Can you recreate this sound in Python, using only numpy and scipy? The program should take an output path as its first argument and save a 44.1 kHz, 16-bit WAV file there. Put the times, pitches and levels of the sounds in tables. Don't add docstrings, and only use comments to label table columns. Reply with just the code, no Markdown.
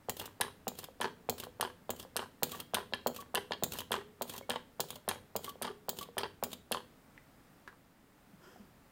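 import sys
import numpy as np
from scipy import signal
from scipy.fft import rfft, irfft
from scipy.io import wavfile

SR = 44100
rng = np.random.default_rng(int(sys.argv[2]) if len(sys.argv) > 2 else 0)


def generate_wav(signal):
    frames = np.transpose(np.atleast_2d(signal))
    scaled = np.clip(frames, -1, 1) * 32767
    pcm = np.round(scaled).astype(np.int16)
    wavfile.write(sys.argv[1], SR, pcm)


N = 392931
SPAN = 8192
AGE_S = np.arange(SPAN) / SR


# start_s, thump_db, snap_after_s, snap_db, catch_after_s, catch_db,
# slide_db, slide_s, stop_db
PUSHES = [(0.086, -34, .0099, -25.5, .111, -43, -47, .059, -46.5),
          (0.6696, -34, .0108, -27, .118, -43.5, -54, .053, -45.5),
          (1.2891, -28.5, .0079, -25.5, .110, -43, -54, .038, -47),
          (1.8934, -32.5, .0112, -27.5, .103, -43, -54, .030, -52),
          (2.4246, -33.5, .0080, -21, .093, -43, -46.5, .083, -43),
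          (3.062, -25.5, .0089, -25.5, .100, -45.5, -53, .048, -51.5),
          (3.6247, -31.5, .0115, -21, .110, -46.5, -46, .070, -43.5),
          (4.2112, -33, .0096, -28, .084, -45, -46, .068, -50),
          (4.7962, -33, .0082, -24, .108, -44.5, -52.5, .052, -52),
          (5.3544, -31.5, .0092, -26.5, .089, -42, -50, .050, -47.5),
          (5.8847, -34.5, .0083, -24, .102, -43, -52, .041, -45),
          (6.4264, -30.5, .0112, -26.5, .089, -51, -60, .015, -41.5)]
# start_s, thump_db, snap_after_s, snap_db, pocket_body_db, pocket_crack_db, gulp_db
RETURNS = [(0.4024, -36, 0.0083, -27.5, -35.5, -31, -48), (1.0029, -36.5, 0.0091, -39.5, -39, -35.5, -45.5),
           (1.5982, -36.5, 0.012, -31, -41, -34, -47), (2.1586, -37, 0.0071, -30, -46, -35.5, -47),
           (2.7362, -32.5, 0.0085, -28.5, -46, -28.5, -45), (2.9241, -41.5, 0.021, -51, -37, -30.5, -60),
           (3.3428, -34.5, 0.0062, -29.5, -37, -31, -54), (3.5085, -33.5, 0.008, -57, -41, -33, -69),
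           (3.908, -36, 0.0097, -37, -37.5, -32.5, -42.5), (4.4927, -33.5, .0054, -36, -38, -32.5, -45),
           (5.0787, -32, 0.01, -30.5, -40.5, -35, -46), (5.615, -37.5, .0072, -35.5, -48, -41, -44),
           (6.1689, -36, 0.014, -35, -40.5, -32.5, -44), (6.7126, -32.5, 0.0063, -32.5, -45, -33, -51)]

def thumps(scatter_db=-5, scatter_t60_s=0.096, rebound_s=0.039):
    out = np.zeros(N)
    for start_s, level_db, *_ in PUSHES + RETURNS:
        reflections = rng.standard_normal(SPAN) * fade(AGE_S, scatter_t60_s) * (AGE_S > 0.002)
        paths = from_db(scatter_db) * unit(reflections)
        paths[0] = 1
        add(out, start_s, from_db(level_db + 6) * signal.fftconvolve(jolt(), paths))
        bottle_bump = ring(230 * rng.normal(1, 0.058), t60_s=0.09)
        add(out, start_s + 0.00092, from_db(level_db - 12) * bottle_bump)
        seal_crunch = grains(rate_per_s=8000, spread_db=2) * fade(AGE_S, 0.012)
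        add(out, start_s + 0.0005, from_db(level_db - 12) * colour(seal_crunch, CRACK, vary_db=7.5))
        delay_s = rebound_s * rng.uniform(0.85, 1.25)
        add(out, start_s + delay_s, from_db(level_db - 7.5) * jolt())
        add(out, start_s + 1.4 * delay_s, from_db(level_db - 17.5) * jolt())
    return out


def jolt(start_hz=1400, end_hz=420, glide_s=0.0011, swell_s=0.00086):
    pitch_hz = end_hz + (start_hz * rng.uniform(0.85, 1.15) - end_hz) * np.exp(-AGE_S / glide_s)
    envelope = rise(AGE_S, swell_s) ** 2 * np.exp(-AGE_S / (2 * swell_s))
    return -4 * envelope * np.sin(2 * np.pi * np.cumsum(pitch_hz) / SR)


# freq_hz, density_db
OUTLET = [(100, -1.5), (1000, -3), (2200, -10.5), (3200, -3.5), (4300, -1.5), (5800, -12.5), (7400, 0),
          (9700, -11), (12000, -4), (14400, -1.5), (16000, 4.5)]
INLET = [(100, -27), (1500, 3), (2200, -6), (3100, 3), (5200, -3), (7500, -5), (9000, 7.5), (9800, 2),
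         (11000, 5.5), (12200, -4.5), (14000, 3), (16000, -13)]
# pitch_hz, level_db, t60_s
OUTLET_MODES = [(3250, -33, .08), (6950, -27, .08), (7400, -27, .04), (11100, -31, .05)]
INLET_MODES = [(2970, -27, .06), (3235, -27, .07), (6210, -25, .08), (9020, -22, .045), (10980, -26, .04)]

def valve(strokes, spectrum, modes, gain_db, scatter_t60_s, bounce_s=0.0052, bounce_loss_db=7):
    out = np.zeros(N)
    for start_s, _, snap_after_s, snap_db, *_ in strokes:
        for delay_s, loss_db in ((0, 0), (bounce_s * rng.uniform(0.7, 1.3), bounce_loss_db)):
            crack = impact(spectrum, vary_db=1.5, scatter_db=0, scatter_t60_s=scatter_t60_s)
            plastic = sum(from_db(mode_db - 13) * ring(pitch_hz * rng.normal(1, 0.006), t60_s)
                          for pitch_hz, mode_db, t60_s in modes)
            snap = from_db(snap_db + gain_db - loss_db) * (crack + plastic)
            add(out, start_s + snap_after_s + delay_s, snap)
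    return out


# freq_hz, density_db
RASP = [(100, 3.5), (450, 9.5), (1100, 4), (2100, -5), (3300, 6), (4400, 3), (5400, -2), (7000, 1),
        (9100, 0.5), (12000, -1.5), (14500, 5.5), (16000, -2)]

def downstrokes(run_in_s=0.035, run_out_s=0.035, end_speed=0.32, ticks_after_s=0.067, tick_count=3):
    out = np.zeros(N)
    for start_s, _, _, _, catch_after_s, catch_db, slide_db, slide_s, stop_db in PUSHES:
        catch_s = start_s + catch_after_s
        stop_s = catch_s + slide_s
        speed = np.interp(AGE_S, np.cumsum([0, run_in_s, slide_s, run_out_s]), [0, 1, end_speed, 0])
        grip_db = np.interp(AGE_S, np.linspace(0, AGE_S[-1], 30), rng.normal(0, 3, 30))
        slips = grains(rate_per_s=5000, spread_db=3) * speed * from_db(grip_db)
        add(out, catch_s - run_in_s, from_db(slide_db - 2.5) * colour(slips, RASP, vary_db=1))
        squelch = grains(rate_per_s=230, spread_db=5.5) * speed
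        add(out, catch_s, from_db(slide_db - 4) * colour(squelch, KNOCK, vary_db=2.5))
        crackle = grains(rate_per_s=180, spread_db=6) * speed
        add(out, catch_s - run_in_s / 2, from_db(slide_db - 10) * colour(crackle, CRACK, vary_db=10))
        add(out, catch_s, from_db(catch_db) * spring_tick())
        add(out, stop_s, from_db(stop_db) * spring_tick())
        for progress in (np.arange(tick_count) + rng.random(tick_count)) / tick_count:
            tick_s = np.interp(progress, [0, 1], [start_s + ticks_after_s, stop_s + run_out_s / 2])
            add(out, tick_s, from_db(slide_db + rng.normal(-2.5, 6.5)) * spring_tick())
    return out


def spring_tick(rise_s=0.00033, t60_s=0.036, crack_after_s=0.0022):
    slips = grains(rate_per_s=5000, spread_db=3) * rise(AGE_S, rise_s) * fade(AGE_S, t60_s)
    burst = from_db(8) * colour(slips, RASP, vary_db=2)[:SPAN]
    crack = from_db(3.5) * impact(CRACK, vary_db=16, scatter_db=8, scatter_t60_s=0.067)
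    crack += from_db(-1) * barrel()
    return burst + np.interp(AGE_S - crack_after_s, AGE_S, crack, left=0)


# freq_hz, density_db
GULP = [(80, -15), (240, 0.5), (310, -5.5), (410, 9.5), (1000, -9), (1300, 7.5), (1700, 2.5), (2200, -5.5),
        (3100, -1), (4900, -6), (5700, -8.5), (15000, -18)]
# start_s, body_db, crack_db
BIG_POCKETS = [(0.214, -46, -63), (0.224, -56, -59), (1.044, -34, -40), (1.055, -39, -43),
               (1.436, -49.5, -50), (1.6276, -37, -40), (1.65, -40, -45), (2.1934, -40, -42),
               (2.2278, -46.5, -54), (2.7694, -40.5, -50), (2.7842, -40.5, -48), (3.3723, -39, -38),
               (3.3784, -37, -40), (3.534, -49, -38), (3.941, -37, -39), (3.9618, -43, -44),
               (4.341, -52, -55), (4.5596, -37, -39), (5.113, -41.5, -38), (5.6497, -49, -43),
               (5.6786, -43.5, -46), (6.2336, -38, -36), (6.2427, -41, -48.5), (6.747, -40, -42),
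               (6.7712, -45, -44.5)]
# start_s, level_db, pitch_hz
BUBBLES = [(2.532, -39, 1150), (3.187, -37.5, 1126), (3.977, -32, 414), (4.425, -52, 2200),
           (5.477, -35, 1140), (5.7, -33.5, 425), (6.01, -37, 1140), (6.75, -36, 1042)]

def refills(first_ring_hz=1720, later_ring_hz=960, pocket_count=5, gap_s=0.017, fade_db_per_s=129):
    out = np.zeros(N)
    suction = rise(AGE_S, 0.0032) * fade(AGE_S, t60_s=0.19)
    for start_s, _, _, _, body_db, crack_db, gulp_db in RETURNS:
        first_pocket_s = start_s + 0.0118
        add(out, first_pocket_s, collapse(body_db, crack_db, first_ring_hz * rng.normal(1, 0.015)))
        froth = grains(rate_per_s=800, spread_db=4) * suction
        add(out, first_pocket_s + 0.0016, from_db(gulp_db + 6) * colour(froth, GULP, vary_db=4.5))
        for delay_s in gap_s * (np.arange(pocket_count) + 0.5 + rng.random(pocket_count)):
            pocket_db = gulp_db - fade_db_per_s * delay_s + rng.normal(0, 2)
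            small_pocket = collapse(pocket_db + 1.5, pocket_db - 5, later_ring_hz * rng.normal(1, 0.1))
            add(out, first_pocket_s + delay_s, small_pocket)
    for start_s, body_db, crack_db in BIG_POCKETS:
        add(out, start_s, collapse(body_db, crack_db, later_ring_hz * rng.normal(1, 0.1)))
    for start_s, level_db, pitch_hz in BUBBLES:
        add(out, start_s, from_db(level_db) * ring(pitch_hz, t60_s=0.11) * rise(AGE_S, 0.0024))
    return out


# freq_hz, density_db
KNOCK = [(100, -28.5), (310, -13.5), (430, 0), (700, -10), (1000, -1.5), (1300, -10.5), (1700, -9),
         (2200, -19), (5000, -36), (12000, -67)]
CRACK = [(300, -15), (2200, -10.5), (3100, 0.5), (4000, -4.5), (4900, -10.5), (5700, -22), (15000, -38.5)]

def collapse(body_db, crack_db, tube_hz):
    knock = from_db(26) * impact(KNOCK, vary_db=3, scatter_db=-1, scatter_t60_s=0.05)
    crack = from_db(17.5) * impact(CRACK, vary_db=3, scatter_db=2, scatter_t60_s=0.025)
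    tube = from_db(2.5) * ring(tube_hz, t60_s=0.058)
    return from_db(body_db) * (knock + tube) + from_db(crack_db) * (crack + barrel())


# pitch_hz, level_db, t60_s
BARREL_MODES = [(2740, -8, 0.042), (2930, -25, 0.034), (3028, -4, 0.032), (3277, -4.5, 0.051),
                (4200, -20, .03), (5120, -16, 0.029)]

def barrel(vary_db=3):
    return sum(from_db(level_db + rng.normal(0, vary_db)) * rng.choice([-1, 1]) * ring(pitch_hz, t60_s)
               for pitch_hz, level_db, t60_s in BARREL_MODES)


# start_s, level_db
PLOPS = [(0.886, -43), (1.469, -38), (2.05, -42), (4.411, -41.5), (4.958, -48), (5.556, -45.5),
         (6.088, -43.5)]

def plops(pitch_hz=540, t60_s=0.17):
    out = np.zeros(N)
    for start_s, level_db in PLOPS:
        plop = jolt() + from_db(-7) * ring(pitch_hz * rng.normal(1, 0.07), t60_s)
        add(out, start_s, from_db(level_db) * plop)
    return out


# start_s, level_db, pitch_hz, t60_s
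TAPS = [(7.178, -54, 2000, .04), (7.677, -43, 1600, .07), (7.728, -59, 1150, .06), (8.335, -58, 178, .2),
        (8.56, -55, 720, .06), (8.598, -53, 200, .15)]

def taps():
    out = np.zeros(N)
    for start_s, level_db, pitch_hz, t60_s in TAPS:
        spectrum = np.c_[pitch_hz * np.array([0.5, 1, 1.6, 3, 30]), [-14, 0, -20, -28, -50]]
        tick = from_db(18) * impact(spectrum, vary_db=2, scatter_db=3, scatter_t60_s=t60_s)
        add(out, start_s, from_db(level_db) * (ring(pitch_hz, t60_s) + tick))
    return out


# time_s, level_db
HAND_LEVEL = [(8.38, -83), (8.44, -59.5), (8.52, -61), (8.6, -67), (8.7, -77)]
# freq_hz, density_db
RUB = [(200, -9), (600, 8.5), (1800, 0.5), (3200, -7), (5500, -11), (8000, -16), (15000, -24)]

def hand():
    level_db = np.interp(np.arange(N) / SR, *np.transpose(HAND_LEVEL), left=-np.inf, right=-np.inf)
    return from_db(level_db) * colour(rng.standard_normal(N), RUB, vary_db=5)[:N]


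# pitch_hz, level_db, t60_s
UNDERBODY_MODES = [(116.4, -47, 0.26), (165.4, -64, 0.46), (247.6, -39, 0.12), (403.7, -47, 0.2),
                   (496.3, -54.5, 0.24)]
# freq_hz, level_db
TAIL_LEVEL = [(80, 6), (250, -3.5), (600, -23), (1500, -12.5), (3500, -11), (8000, -14.5), (15000, -14.5)]
# freq_hz, t60_s
TAIL_DECAY = [(80, 1), (300, 0.75), (1000, 0.31), (4000, 0.33), (15000, 0.26)]

def garage(direct):
    age_s = np.arange(SR) / SR
    response = sum(from_db(level_db - 5) * ring(pitch_hz, t60_s, age_s)
                   for pitch_hz, level_db, t60_s in UNDERBODY_MODES)
    edges_hz = np.geomspace(50, 17000, 15)
    for low_hz, high_hz in zip(edges_hz, edges_hz[1:]):
        centre_hz = np.sqrt(low_hz * high_hz)
        bandpass = signal.butter(2, [low_hz, high_hz], "band", fs=SR, output="sos")
        band = signal.sosfilt(bandpass, rng.standard_normal(SR))
        envelope = unit(fade(age_s, at_hz(TAIL_DECAY, centre_hz)) * rise(age_s, 0.0027))
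        response += from_db(at_hz(TAIL_LEVEL, centre_hz)) * band * envelope
    return signal.fftconvolve(direct, response)[:N]


# freq_hz, density_db
AIR = [(20, -9), (45, -4), (75, -7), (130, -3), (200, -5.5), (270, -4), (350, -11), (700, -12.5),
       (1400, -15.5), (3000, -25), (6000, -30), (15500, -29)]
# time_s, level_db
AIR_LEVEL = [(0, -63), (6.7, -63.5), (7.0, -62), (7.6, -62), (7.95, -65), (8.3, -62.5), (8.9, -62.5)]

def air():
    noise = colour(rng.standard_normal(N + SPAN), AIR, vary_db=1)[SPAN:SPAN + N]
    level_db = np.interp(np.arange(N) / SR, *np.transpose(AIR_LEVEL))
    return from_db(level_db) * unit(noise) * np.sqrt(N)


def impact(spectrum, vary_db, scatter_db, scatter_t60_s):
    paths = from_db(scatter_db) * unit(rng.standard_normal(SPAN) * fade(AGE_S, scatter_t60_s))
    paths[0] = 1
    return colour(paths, spectrum, vary_db)[:SPAN]


def colour(excitation, spectrum, vary_db):
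    freq_hz = np.arange(SPAN // 2 + 1) * SR / SPAN
    knots_hz = np.geomspace(100, 16000, 36)
    ripple_db = at_hz(np.c_[knots_hz, rng.normal(0, vary_db, len(knots_hz))], freq_hz)
    cepstrum = irfft(np.log(from_db(at_hz(spectrum, freq_hz) + ripple_db)))
    cepstrum[1:SPAN // 2] *= 2
    cepstrum[SPAN // 2 + 1:] = 0
    pulse = unit(irfft(np.exp(rfft(cepstrum))))
    return signal.fftconvolve(excitation, pulse)


def grains(rate_per_s, spread_db):
    sizes = from_db(spread_db * np.minimum(rng.exponential(1, SPAN), 4))
    signs = rng.choice([-1, 1], SPAN)
    hits = rng.random(SPAN) < rate_per_s / SR
    return unit(sizes * signs * hits) * np.sqrt(SPAN)


def ring(pitch_hz, t60_s, age_s=AGE_S):
    return np.sin(2 * np.pi * pitch_hz * age_s) * fade(age_s, t60_s)


def rise(age_s, rise_s):
    return 1 - np.exp(-age_s / rise_s)


def fade(age_s, t60_s):
    return np.exp(-np.log(1000) * age_s / t60_s)


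def at_hz(table, freq_hz):
    knots_hz, values = np.transpose(table)
    return np.interp(np.log(np.maximum(freq_hz, 1)), np.log(knots_hz), values)


def from_db(level_db):
    return 10 ** (np.asarray(level_db) / 20)


def unit(sound):
    return sound / np.sqrt(np.sum(sound ** 2) + 1e-20)


def add(out, start_s, sound):
    start = max(int(start_s * SR), 0)
    out[start:start + len(sound)] += sound[:max(N - start, 0)]


def scene(low_cut_hz=75):
    outlet = valve(PUSHES, OUTLET, OUTLET_MODES, gain_db=20, scatter_t60_s=0.025)
    inlet = valve(RETURNS, INLET, INLET_MODES, gain_db=20.5, scatter_t60_s=0.014)
    direct = thumps() + outlet + inlet + downstrokes() + refills() + plops() + taps() + hand()
    direct = signal.sosfilt(signal.butter(2, low_cut_hz, "high", fs=SR, output="sos"), direct)
    return (direct + garage(direct) + air())[None]


def record(dry, cutoff_hz=15950):
    lowpass = signal.firwin(151, cutoff_hz, fs=SR, window="blackman")
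    return signal.fftconvolve(dry, lowpass[None], mode="same")


dry = scene()
out = record(dry)
generate_wav(out)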